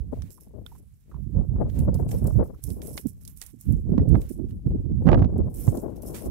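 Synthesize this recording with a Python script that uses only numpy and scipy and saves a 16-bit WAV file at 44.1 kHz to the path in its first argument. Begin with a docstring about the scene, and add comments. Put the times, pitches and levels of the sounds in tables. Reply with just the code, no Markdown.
"""Goats tug at a dry thorny shrub on an open hillside, a little to the right of a small stereo microphone.
From the start gusty wind buffets the two ports separately: turbulence as shaped noise, slaps as sinking swings.
Soon twigs snap and leaves rustle in bursts (noise decays and ticks), stems break (ringing modes),
and hooves tap loose stones (narrow noise bursts) in the first half.
From about 4 s the right membrane jolts in stepped pulses, most densely just after 5 s; faint hiss lies under all."""
import sys
import numpy as np
from scipy import signal
from scipy.fft import rfft, irfft, next_fast_len
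from scipy.io import wavfile
from scipy.ndimage import uniform_filter1d, map_coordinates

SR = 44100
rng = np.random.default_rng(int(sys.argv[2]) if len(sys.argv) > 2 else 0)


def bounce(signal):
    """Save signal as a 16-bit WAV file at the path given by the first command-line argument."""
    frames = np.transpose(np.atleast_2d(signal))
    limited = np.clip(frames, -1, 1)
    pcm = np.round(limited * 32767).astype(np.int16)
    wavfile.write(sys.argv[1], SR, pcm)


def ratio_of_db(decibels):
    """Turn decibels (scalar or array-like) into linear amplitude factors; 0 dB maps to 1."""
    return 10 ** (np.asarray(decibels, float) / 20)


N = 277830
T = np.arange(N) / SR

# Gusts, left port then right port:
# (time at full strength [s], hold [s], buffet level [dB], flutter level against the buffet [dB])
PORT_GUSTS = [
    [(0.0, 0.3, -38.5, -11.5), (0.13, 0.0052, -34, -10), (0.34, 0.48, -48, -7), (0.56, 0.065, -38.5, -7.0),
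     (1.1, 0.089, -51, -0.5), (1.365, 0.073, -33, -3), (1.52, 0.051, -28.5, -11),
     (1.59, 0.082, -20.5, -8.5), (1.76, 0.2, -26, -8.5), (2.0, 0.16, -28.0, -4), (2.225, 0.14, -29, -4),
     (2.39, 0.039, -28.5, 4.0), (2.5, 0.086, -44, -6), (2.68, 0.3, -39.5, -1), (3.11, 0.18, -44.5, -16.5),
     (3.68, 0.14, -32, -27), (3.87, 0.38, -28, -16), (4.0, 0.011, -16.5, -20.5), (4.15, 0.055, -22.5, -12),
     (4.34, 0.31, -35, -22), (4.66, 0.14, -23.5, -21), (4.9, 0.053, -24, -24), (5.0, 0.48, -24, -11),
     (5.11, 0.098, -15.5, -9), (5.47, 0.156, -40, -1.5), (5.66, 0.12, -32.5, 1.16), (5.8, 0.47, -38.5, 4)],
    [(0.0, 0.26, -31.5, -30), (0.49, 0.46, -47.5, -25), (1.15, 0.14, -27, -21),
     (1.345, 0.055, -13.5, -26.5), (1.47, 0.34, -23, -22.0), (1.8, 0.093, -17, -26.5),
     (1.89, 0.13, -18.5, -25), (2.07, 0.12, -21.5, -22), (2.22, 0.065, -14, -33), (2.31, 0.096, -16, -23),
     (2.47, 0.1, -39.5, -26.5), (2.65, 0.072, -23, -18.5), (2.75, 0.1994, -38.5, -28.0),
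     (3.055, 0.018, -28.5, -11.5), (3.14, 0.51, -45, -20), (3.69, 0.041, -13, -19),
     (3.75, 0.18, -20.5, -17), (3.9, 0.031, -20, -5.5), (3.985, 0.051, -19, -5), (4.08, 0.1, -14, -9.5),
     (4.24, 0.34, -35, -10), (4.39, 0.062, -27.5, -3.5), (4.66, 0.14, -27, -6), (4.85, 0.066, -27, -8),
     (4.92, 0.084, -20, -20.5), (5.07, 0.12, -9.5, -6), (5.225, 0.032, -11, -11.5), (5.3, 0.17, -18.5, -15),
     (5.52, 0.034, -29.5, -21), (5.59, 0.049, -25.5, -8.5), (5.69, 0.032, -21.5, -6),
     (5.82, 0.61, -38.5, -17.5), (6.26, 0.044, -24, -9.5)],
]
# Single eddies, left port then right port; each peaks 8 ms after its time: (time [s], flutter level [dB])
PORT_EDDIES = [
    [(0.126, -24), (0.165, -40), (0.537, -40.5), (0.58, -40.5), (1.383, -32.5), (1.61, -18.5),
     (1.877, -22.5), (2.272, -27), (2.401, -21), (2.494, -36), (3.932, -28), (5.765, -33)],
    [(2.375, -28), (3.053, -23.5), (3.535, -39.5), (4.304, -25), (4.746, -23), (5.384, -18.5),
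     (5.775, -22.5)],
]
# Abrupt slaps of air, left port then right port: (time [s], level [dB], nominal opening pitch [Hz])
PORT_SLAPS = [
    [(1.27, -36.5, 330.4), (1.295, -39, 403), (1.359, -42.5, 258.4), (1.518, -27, 78), (1.61, -29, 402.5),
     (1.666, -22, 80), (1.822, -17, 90), (2.236, -18.5, 151)],
    [(0.003, -10, 73.3), (0.184, -20, 89), (1.352, -10, 95.3), (1.553, -9.5, 95), (2.022, -13, 100),
     (2.357, -9, 133.2), (2.472, -30.5, 150), (3.056, -18, 254), (3.895, -13, 147.7), (3.918, -8.5, 230),
     (3.949, -13.5, 284.4), (3.979, -7.5, 246), (4.0, -11, 107.6), (4.087, -25, 151.4), (4.128, -8, 185.3),
     (4.396, -16.5, 258), (4.661, -10.5, 169.4), (4.784, -15.5, 124.8), (4.856, -16, 130.2),
     (5.055, -8.5, 216), (5.066, -5.5, 159.3), (5.218, -4.5, 125.5), (5.6785, -2.5, 107.7)],
]
# The right membrane hits the end of its travel: (time [s], level [dB])
MEMBRANE_JOLTS = [(3.9801, -25.5), (3.9943, -31), (4.1439, -25), (4.1504, -28), (4.1538, -25.5),
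                  (5.0584, -33), (5.069, -25), (5.0709, -30), (5.0782, -18.5), (5.086, -41), (5.0888, -14),
                  (5.0925, -27.5), (5.095, -28), (5.0975, -26), (5.103, -25), (5.1134, -32),
                  (5.1177, -21.5), (5.1285, -19), (5.1296, -17.5), (5.141, -27.5), (5.145, -16.5),
                  (5.152, -32), (5.1547, -27), (5.172, -35), (5.1767, -26.5), (5.1925, -31), (5.1977, -31),
                  (5.219, -25), (5.2255, -25), (5.236, -38.5), (5.2431, -31.5), (5.247, -30), (5.251, -43),
                  (5.678, -29.5)]
# Tugs at the shrub: (time at full strength [s], hold [s], rustle level [dB],
# left minus right [dB], thick stems against the leaves [dB])
SHRUB_TUGS = [(0.119, 0.14, -74.5, -15.5, 3), (0.307, 0.014, -51, -29, -23.5),
              (0.408, 0.021, -59.5, -7.5, -19), (0.663, 0.1, -64, -10, -6), (1.691, 0.07, -72, -7, 3.5),
              (1.788, 0.0026, -57.5, -28, -6), (1.947, 0.041, -58, -6.5, -14),
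              (2.084, 0.25, -57.5, -4, -14.5), (2.112, 0.031, -51, -4, -5), (2.266, 0.0023, -54.5, 3.5, -6),
              (2.439, 0, -58.5, -0.5, -12.5), (2.631, 0.081, -48.5, -7.5, -25.5),
              (2.825, 0.12, -49, -10.5, -21), (2.972, 0, -45, -5, -15.5), (3.067, 0.031, -53, -13.5, -29.5),
              (3.212, 0, -56, -27, -8.5), (3.272, 0.025, -53, -40, -19), (3.367, 0.005, -51, -9.5, -25.5),
              (3.418, 0, -48.5, -6.5, -7.5), (3.453, 0.0096, -55.5, -13, -38),
              (3.594, 0.16, -60.5, -6, -23), (3.609, 0, -57.5, 0, -43), (4.087, 0.095, -70, -13, 3.5),
              (4.211, 0.022, -55.5, -12.5, -7.5), (4.292, 0.0014, -50, -1, -19),
              (4.489, 0.024, -70.5, 3, -3), (5.502, 0.081, -65, 6, -14), (5.542, 0.25, -50, -2, -17),
              (5.817, 0.076, -66, 0, -6.5), (5.961, 0, -59, -4.5, -13), (6.025, 0.22, -51.5, -1, -15),
              (6.147, 0, -46.5, -10.5, 2)]
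# Twig snaps: (time [s], level [dB], left minus right [dB], thickness [0-1])
TWIG_SNAPS = [(0.2206, -37.5, -13, 0.5), (0.3052, -39.5, -38, 0.07), (1.699, -44, -33.5, 1),
              (1.7906, -32, -19.5, 0), (1.943, -33, -11.5, 0.13), (2.0904, -38.5, -9, 0.2),
              (2.115, -35, -8.5, 0.5), (2.2419, -36, -5, 0), (2.2712, -29, -5.5, 0), (2.6387, -22.5, -8, 0),
              (2.703, -34.5, -9.5, 0.14), (2.818, -35.5, -9, 0.3), (2.872, -31.5, -28.5, 0),
              (2.9766, -23, -11.5, 0.9), (3.0698, -33, -4, 0), (3.251, -35, -32, 0.1),
              (3.277, -31, -40, 0.06), (3.373, -35.5, -10.5, 0), (3.4153, -26, -17, 0.14),
              (3.4246, -29, -15, 0.2), (3.437, -36, -11.5, 0), (3.464, -31, -15.5, 0.03),
              (3.468, -37.5, -12.5, 0), (3.611, -31.5, -5.5, 0), (3.724, -37, 3.5, 0),
              (4.089, -41, -0.5, 0.02), (4.216, -40.5, -16, 0.3), (4.2937, -41.5, -4, 0),
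              (4.508, -51.5, -12, 0.9), (5.38, -43.5, -11, 0.01), (5.773, -32.5, -2.5, 0.08),
              (6.0216, -34.5, 1, 0), (6.1444, -41, -15.5, 1)]
# Thick stems breaking: (time [s], level [dB], left minus right [dB], main ring [Hz])
STEM_BREAKS = [(0.6636, -38, -8, 3580), (2.1135, -45.5, -3, 1747), (2.9786, -32.5, -5.5, 2250),
               (3.4189, -41.5, -7.5, 1945)]
# Modes of a breaking stem: (pitch against the main ring [ratio], level [dB])
STEM_MODES = [(.4, -3.5), (1, 5.5), (1.5, -7.5), (2.4, -4.5), (4.9, 0.5)]
# Hoof taps on stones: (time [s], level [dB], ring [Hz])
HOOF_TAPS = [(0.378, -59, 880), (0.716, -55, 810), (0.75, -59.5, 916), (1.112, -55, 1100),
             (1.141, -53.5, 930), (1.162, -62, 950), (2.54, -62.5, 1090)]
# Spectrum of the large eddies at middling air speed: (frequency [Hz], level [dB])
BUFFET_SPECTRUM = [(15, -30.5), (30, -30), (45, 6), (65, 1), (100, -2.5), (150, -7.5), (220, -13),
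                   (330, -46), (500, -84.5)]
# Spectra of the small eddies at middling air speed, left port then right: (frequency [Hz], level [dB])
FLUTTER_SPECTRA = [
    [(100, -7.5), (220, 1.5), (320, 0), (500, -4.5), (800, -18), (1200, -31.5), (2000, -52), (3000, -100)],
    [(90, -21.5), (160, 4), (240, 8.5), (330, 1), (450, -11), (620, -26.5), (850, -46.5), (1500, -61),
     (3000, -100)],
]
# Spectrum of the leaves: (frequency [Hz], level [dB])
LEAF_SPECTRUM = [(4700, -31.5), (5250, -8.5), (6150, -10.5), (7350, -5), (8900, -2), (11800, 1.5),
                 (14800, -5.5), (15700, -10)]
# Spectrum of the scraping stems: (frequency [Hz], level [dB])
STEM_SPECTRUM = [(700, -4.5), (2200, -4), (5000, -10), (8000, -8)]
# Spectrum of the microphone hiss: (frequency [Hz], level [dB])
HISS_SPECTRUM = [(400, -2), (11000, -6.5), (15400, -16), (16000, -37.5)]

GUST_RISE_DB_PER_S, GUST_FALL_DB_PER_S = 500.5, 380
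CALM_BUFFET_DB, CALM_FLUTTER_DB = [-54, -55.5], [-72, -76]  # light air between gusts, left and right
STEADY, STEADY_CYCLES = 0.58, 1.6  # share of chance fading evened out, over how many cycles
SLAP_RISE_S, SLAP_FALL_S, SLAP_SAG_S = .002, 0.0083, 0.044
SHARP_DB, EDGE_S = -8.5, .00002  # reference level and its edge scale, before a chance stretch
TUG_RISE_DB_PER_S, TUG_FALL_DB_PER_S = 1791, 240.5
STIR_DB, STIR_PAN_DB, STIR_STEMS_DB = -77, -7.5, -4.5  # the shrub stirring faintly throughout
STEM_RING_S = 0.0014  # decay at the main ring; higher modes die sooner


def level(x, db):
    """Root-mean-square normalisation: scale to a given rms."""
    return x * ratio_of_db(db) / np.sqrt(np.mean(x ** 2))


def colour(x, points):
    """Spectral shaping by (Hz, dB) points joined over log frequency; rms 1."""
    hz, db = np.transpose(points)
    size = next_fast_len(len(x))
    f = np.maximum(np.arange(size // 2 + 1) * SR / size, 1)
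    gain = ratio_of_db(np.interp(np.log(f), np.log(hz), db))
    return level(irfft(rfft(x, size) * gain, size)[:len(x)], 0)


def band(x, lo_hz, hi_hz):
    """Resonant selection by a gentle band-pass."""
    sos = signal.butter(2, [lo_hz, min(hi_hz, .45 * SR)], "band", fs=SR, output="sos")
    return signal.sosfilt(sos, x)


def walk(rate):
    """Slow random modulation: levels held 1 / rate s and smoothed three times; spread near 1."""
    k = int(SR / rate)
    held = np.repeat(rng.standard_normal(N // 50), k)[:N]
    return 1.4 * uniform_filter1d(uniform_filter1d(uniform_filter1d(held, k), k), k // 2)


def swell(s, hold_s, rise_db_per_s, fall_db_per_s):
    """Exponential growth and decay of power: a steady climb in dB, a hold at 1, a steady fall."""
    below_db = rise_db_per_s * np.maximum(s - T, 0) + fall_db_per_s * np.maximum(T - s - hold_s, 0)
    return np.exp(-np.log(10) / 10 * below_db)


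def sides(db, pan_db):
    """Power panning: left and right gains for unrelated sounds whose mean has the given level."""
    left = 1 / (1 + ratio_of_db(-pan_db) ** 2)
    return 2 * ratio_of_db(db) * np.sqrt(np.array([left, 1 - left]))


def gusts(rows, calm_buffet_db, calm_flutter_db):
    """Power addition: the gusts at one port add up over the calm, giving buffet and flutter in dB."""
    power = ratio_of_db(np.array([[calm_buffet_db], [calm_flutter_db]])) ** 2
    for s, hold_s, db, flutter_db in rows:
        peak = ratio_of_db(np.array([[db], [db + flutter_db]])) ** 2
        power = power + peak * swell(s, hold_s, GUST_RISE_DB_PER_S, GUST_FALL_DB_PER_S)
    return 10 * np.log10(power)


def drift(points, speed):
    """Frozen turbulence: a fixed pattern of eddies is carried past the port; faster air raises every pitch."""
    pattern = colour(rng.standard_normal(3 * N), points)
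    peak_hz = max(points, key=lambda p: p[1])[0]
    # closely following eddies leave few lulls
    swing = uniform_filter1d(pattern ** 2, int(STEADY_CYCLES * SR / peak_hz))
    pattern = level(pattern / (swing + 0.015) ** (STEADY / 2), 0)
    position = np.cumsum(np.clip(speed, .3, 2.8))
    return map_coordinates(pattern, [position], order=3)


def wind():
    """Turbulent pressure: big eddies give a low lumpy buffet, small ones a flutter that climbs with air speed."""
    puffs = [sum(ratio_of_db(db) * np.exp(-((T - s - .008) / 0.00798) ** 2) for s, db in rows)
             for rows in PORT_EDDIES]
    port_levels = map(gusts, PORT_GUSTS, CALM_BUFFET_DB, CALM_FLUTTER_DB)
    out = []
    for (buffet_db, flutter_db), puff, points in zip(port_levels, puffs, FLUTTER_SPECTRA):
        eddies = walk(36)
        buffet = level(ratio_of_db(2.42 * eddies) * drift(BUFFET_SPECTRUM, 2 ** (.3 * walk(20))), 0)
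        lumps = level(ratio_of_db(0.95 * eddies + 4.4 * walk(150)), flutter_db) + puff
        speed = np.minimum(100 * ratio_of_db(flutter_db) + 30 * puff, 4) ** .08
        speed = speed * 2 ** (.085 * walk(90) + .045 * eddies)
        out.append(ratio_of_db(buffet_db) * buffet + lumps * drift(points, speed))
    return np.array(out)


def slaps():
    """Damped oscillation: a push sets the port's air swinging; it wobbles, slows and dies in a few cycles."""
    out, t = np.zeros((2, N + 5000)), np.arange(5000) / SR
    envelope = (1 - np.exp(-t / SLAP_RISE_S)) * np.exp(-t / SLAP_FALL_S)
    wobble = np.tile(walk(120), 2)
    for port, rows in enumerate(PORT_SLAPS):
        for s, db, hz in rows:
            at = slice(int(s * SR), int(s * SR) + 5000)
            pitch_hz = hz * 2 ** (.25 * wobble[at]) / (1 + t / SLAP_SAG_S)
            turns = np.cumsum(pitch_hz) / SR
            out[port, at] += 2 * ratio_of_db(db) * envelope * np.sin(2 * np.pi * turns)
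    return out[:, :N]


def jolts():
    """Impact at a stop: the membrane steps, chatters, lets go with a smaller step and rattles; mass rounds edges."""
    x, shake, t = np.zeros(N), np.zeros(N), np.arange(1200) / SR
    chances = rng.random((len(MEMBRANE_JOLTS), 2))
    for k, ((s, db), (hold, blunt)) in enumerate(zip(MEMBRANE_JOLTS, chances)):
        # weaker jolts have blunter edges
        width_s = EDGE_S * (1.59 + blunt) * ratio_of_db(0.48 * (SHARP_DB - db))
        edge = (t[:200] / width_s) ** 2 * np.exp(-t[:200] / width_s)
        step = np.convolve(np.exp(-t / 0.00096), edge / edge.sum())[:1200]
        chatter = (rng.random(200) < .06) * rng.standard_normal(200) * np.exp(-t[:200] / .003)
        step = step + 0.7 * np.convolve(step, chatter)[:1200]
        release_s = 0.0014 + 0.0014 * hold
        for late_s, gain in (0, 3.5 * ratio_of_db(db)), (release_s, -ratio_of_db(db + 7)):
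            x[int((s + late_s) * SR):][:1200] += (-1) ** k * gain * step  # successive jolts alternate in sign
        shake[int(s * SR):][:1200] += ratio_of_db(db) * np.exp(-t / 0.0059)
    rattle = band(band(rng.standard_normal(N), 410, 730), 470, 1300)
    x += shake * level(rattle, -2)
    mass = signal.butter(3, 5500, fs=SR, output="sos")
    return np.array([np.zeros(N), signal.sosfilt(mass, x)])


def rustle():
    """Many small contacts: uneven leaf ticks over a hiss, bands flickering separately; stems scrape below."""
    power = sides(STIR_DB, STIR_PAN_DB)[:, None] ** 2 * np.ones(N)
    scrape = ratio_of_db(STIR_STEMS_DB) ** 2 * power
    for s, hold_s, db, pan_db, stems_db in SHRUB_TUGS:
        tug = sides(db, pan_db)[:, None] ** 2 * swell(s, hold_s, TUG_RISE_DB_PER_S, TUG_FALL_DB_PER_S)
        power, scrape = power + tug, scrape + ratio_of_db(stems_db) ** 2 * tug
    # each snap shakes the leaves around it for a moment
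    for s, db, pan_db, _ in TWIG_SNAPS:
        start = int(s * SR)
        after = T[start:int((s + .25) * SR)] - s
        shaken = sides(db - 32.0, pan_db)[:, None] ** 2 * np.exp(-np.abs(after) / 0.028)
        power[:, start:start + len(after)] += shaken
    leaves = np.array([colour(rng.standard_normal(N), LEAF_SPECTRUM) for _ in range(2)])
    stems = np.array([colour(rng.standard_normal(N), STEM_SPECTRUM) for _ in range(2)])
    stems = ratio_of_db(3.9 * walk(23)) * stems
    shake_db = 2.6 * walk(50)  # shared by all bands
    out = 0
    for lo_hz in 4500 * 1.37 ** np.arange(4):
        ticks = (rng.random(N) < .005) * ratio_of_db(np.minimum(4.5 * rng.exponential(size=N), 13))
        grit = .8 + level(uniform_filter1d(ticks, size=35), -8)
        flicker = ratio_of_db(shake_db + 1.8 * walk(25))
        out = out + flicker * grit * band(leaves, lo_hz / 1.08, 1.48 * lo_hz)
    top = signal.ellip(8, .5, 50, 15700, fs=SR, output="sos")
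    return signal.sosfilt(top, out * np.sqrt(power) + stems * np.sqrt(scrape))


def snaps():
    """Brittle fracture: a sharp crack and a splintering tail; thick twigs sound lower."""
    out, t = np.zeros((2, N + 4000)), np.arange(4000) / SR
    shape = np.exp(-t / 0.0015) + ratio_of_db(-7) * np.exp(-t / 0.0071)
    chance = rng.standard_normal((len(TWIG_SNAPS), 2, 4000))
    for (s, db, pan_db, thick), noise in zip(TWIG_SNAPS, chance):
        thick = np.clip(thick, 0, 1)
        ring_hz = 10500 * 0.24 ** thick
        burst = band(shape * noise, 7500 * 0.0061 ** thick, 16000 * 0.29 ** thick)
        burst += 0.43 * band(shape * noise, 0.85 * ring_hz, 1.22 * ring_hz)
        # level set by the first 50 samples
        burst *= 0.31 / np.sqrt(np.mean(burst[:, :50] ** 2, axis=1, keepdims=True))
        out[:, int(s * SR):int(s * SR) + 4000] += sides(db, pan_db)[:, None] * burst
    return out[:, :N]


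def breaks():
    """Modal excitation: parting fibres click in a quick run and ring the stem's modes; low modes build up late."""
    out, t = np.zeros((2, N)), np.arange(2000) / SR
    chance = rng.standard_normal((len(STEM_BREAKS), 2, 300))
    for (s, db, pan_db, hz), noise in zip(STEM_BREAKS, chance):
        ring = np.zeros(2000)
        for k, mode_db in STEM_MODES:
            if k * hz < 15000:
                envelope = (1 - np.exp(-t * k * hz)) * np.exp(-t * np.sqrt(k) / STEM_RING_S)
                ring += ratio_of_db(mode_db) * np.sin(2 * np.pi * k * hz * t) * envelope
        fibres = 0.15 * noise * np.exp(-t[:300] / 0.0025)
        fibres[:, 0] = 1  # the first click is the strongest part of the run
        burst = signal.fftconvolve(fibres, ring[None])[:, :2000]
        burst = burst + 3.2 * np.pad(fibres, ((0, 0), (0, 1700)))
        out[:, int(s * SR):int(s * SR) + 2000] += .5 * sides(db, pan_db)[:, None] * burst
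    return out


def taps():
    """Struck resonance: small stones ring briefly and unevenly under a hoof, off to the right."""
    out = np.zeros(N)
    for s, db, hz in HOOF_TAPS:
        t = np.clip(T - s, 0, .2) / .004  # in units of the 4 ms rise
        out += level(band(rng.standard_normal(N), 0.89 * hz, 1.23 * hz), db) * t * np.exp(1 - t)
    return out * np.array([[.6], [1.4]])


def hiss():
    """Self-noise: independent shaped random noise in each microphone."""
    return np.array([level(colour(rng.standard_normal(N), HISS_SPECTRUM), -81) for _ in range(2)])


def scene():
    """Linear superposition: wind on the ports over the shrub, the stones and the microphone hiss."""
    return wind() + slaps() + jolts() + rustle() + snaps() + breaks() + taps() + hiss()


def roll_off(x):
    """The treble ends steeply here."""
    return signal.sosfilt(signal.butter(12, 16480, fs=SR, output="sos"), x)


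def record(dry):
    """High-pass filtering and soft saturation: a low cut thins the rumble; the preamp rounds the biggest swings."""
    x = signal.sosfilt(signal.butter(3, 46, "high", fs=SR, output="sos"), dry)
    rounded = x / (1 + (x / .95) ** 4) ** .25
    return roll_off(rounded)


dry = scene()
out = record(dry)
bounce(out)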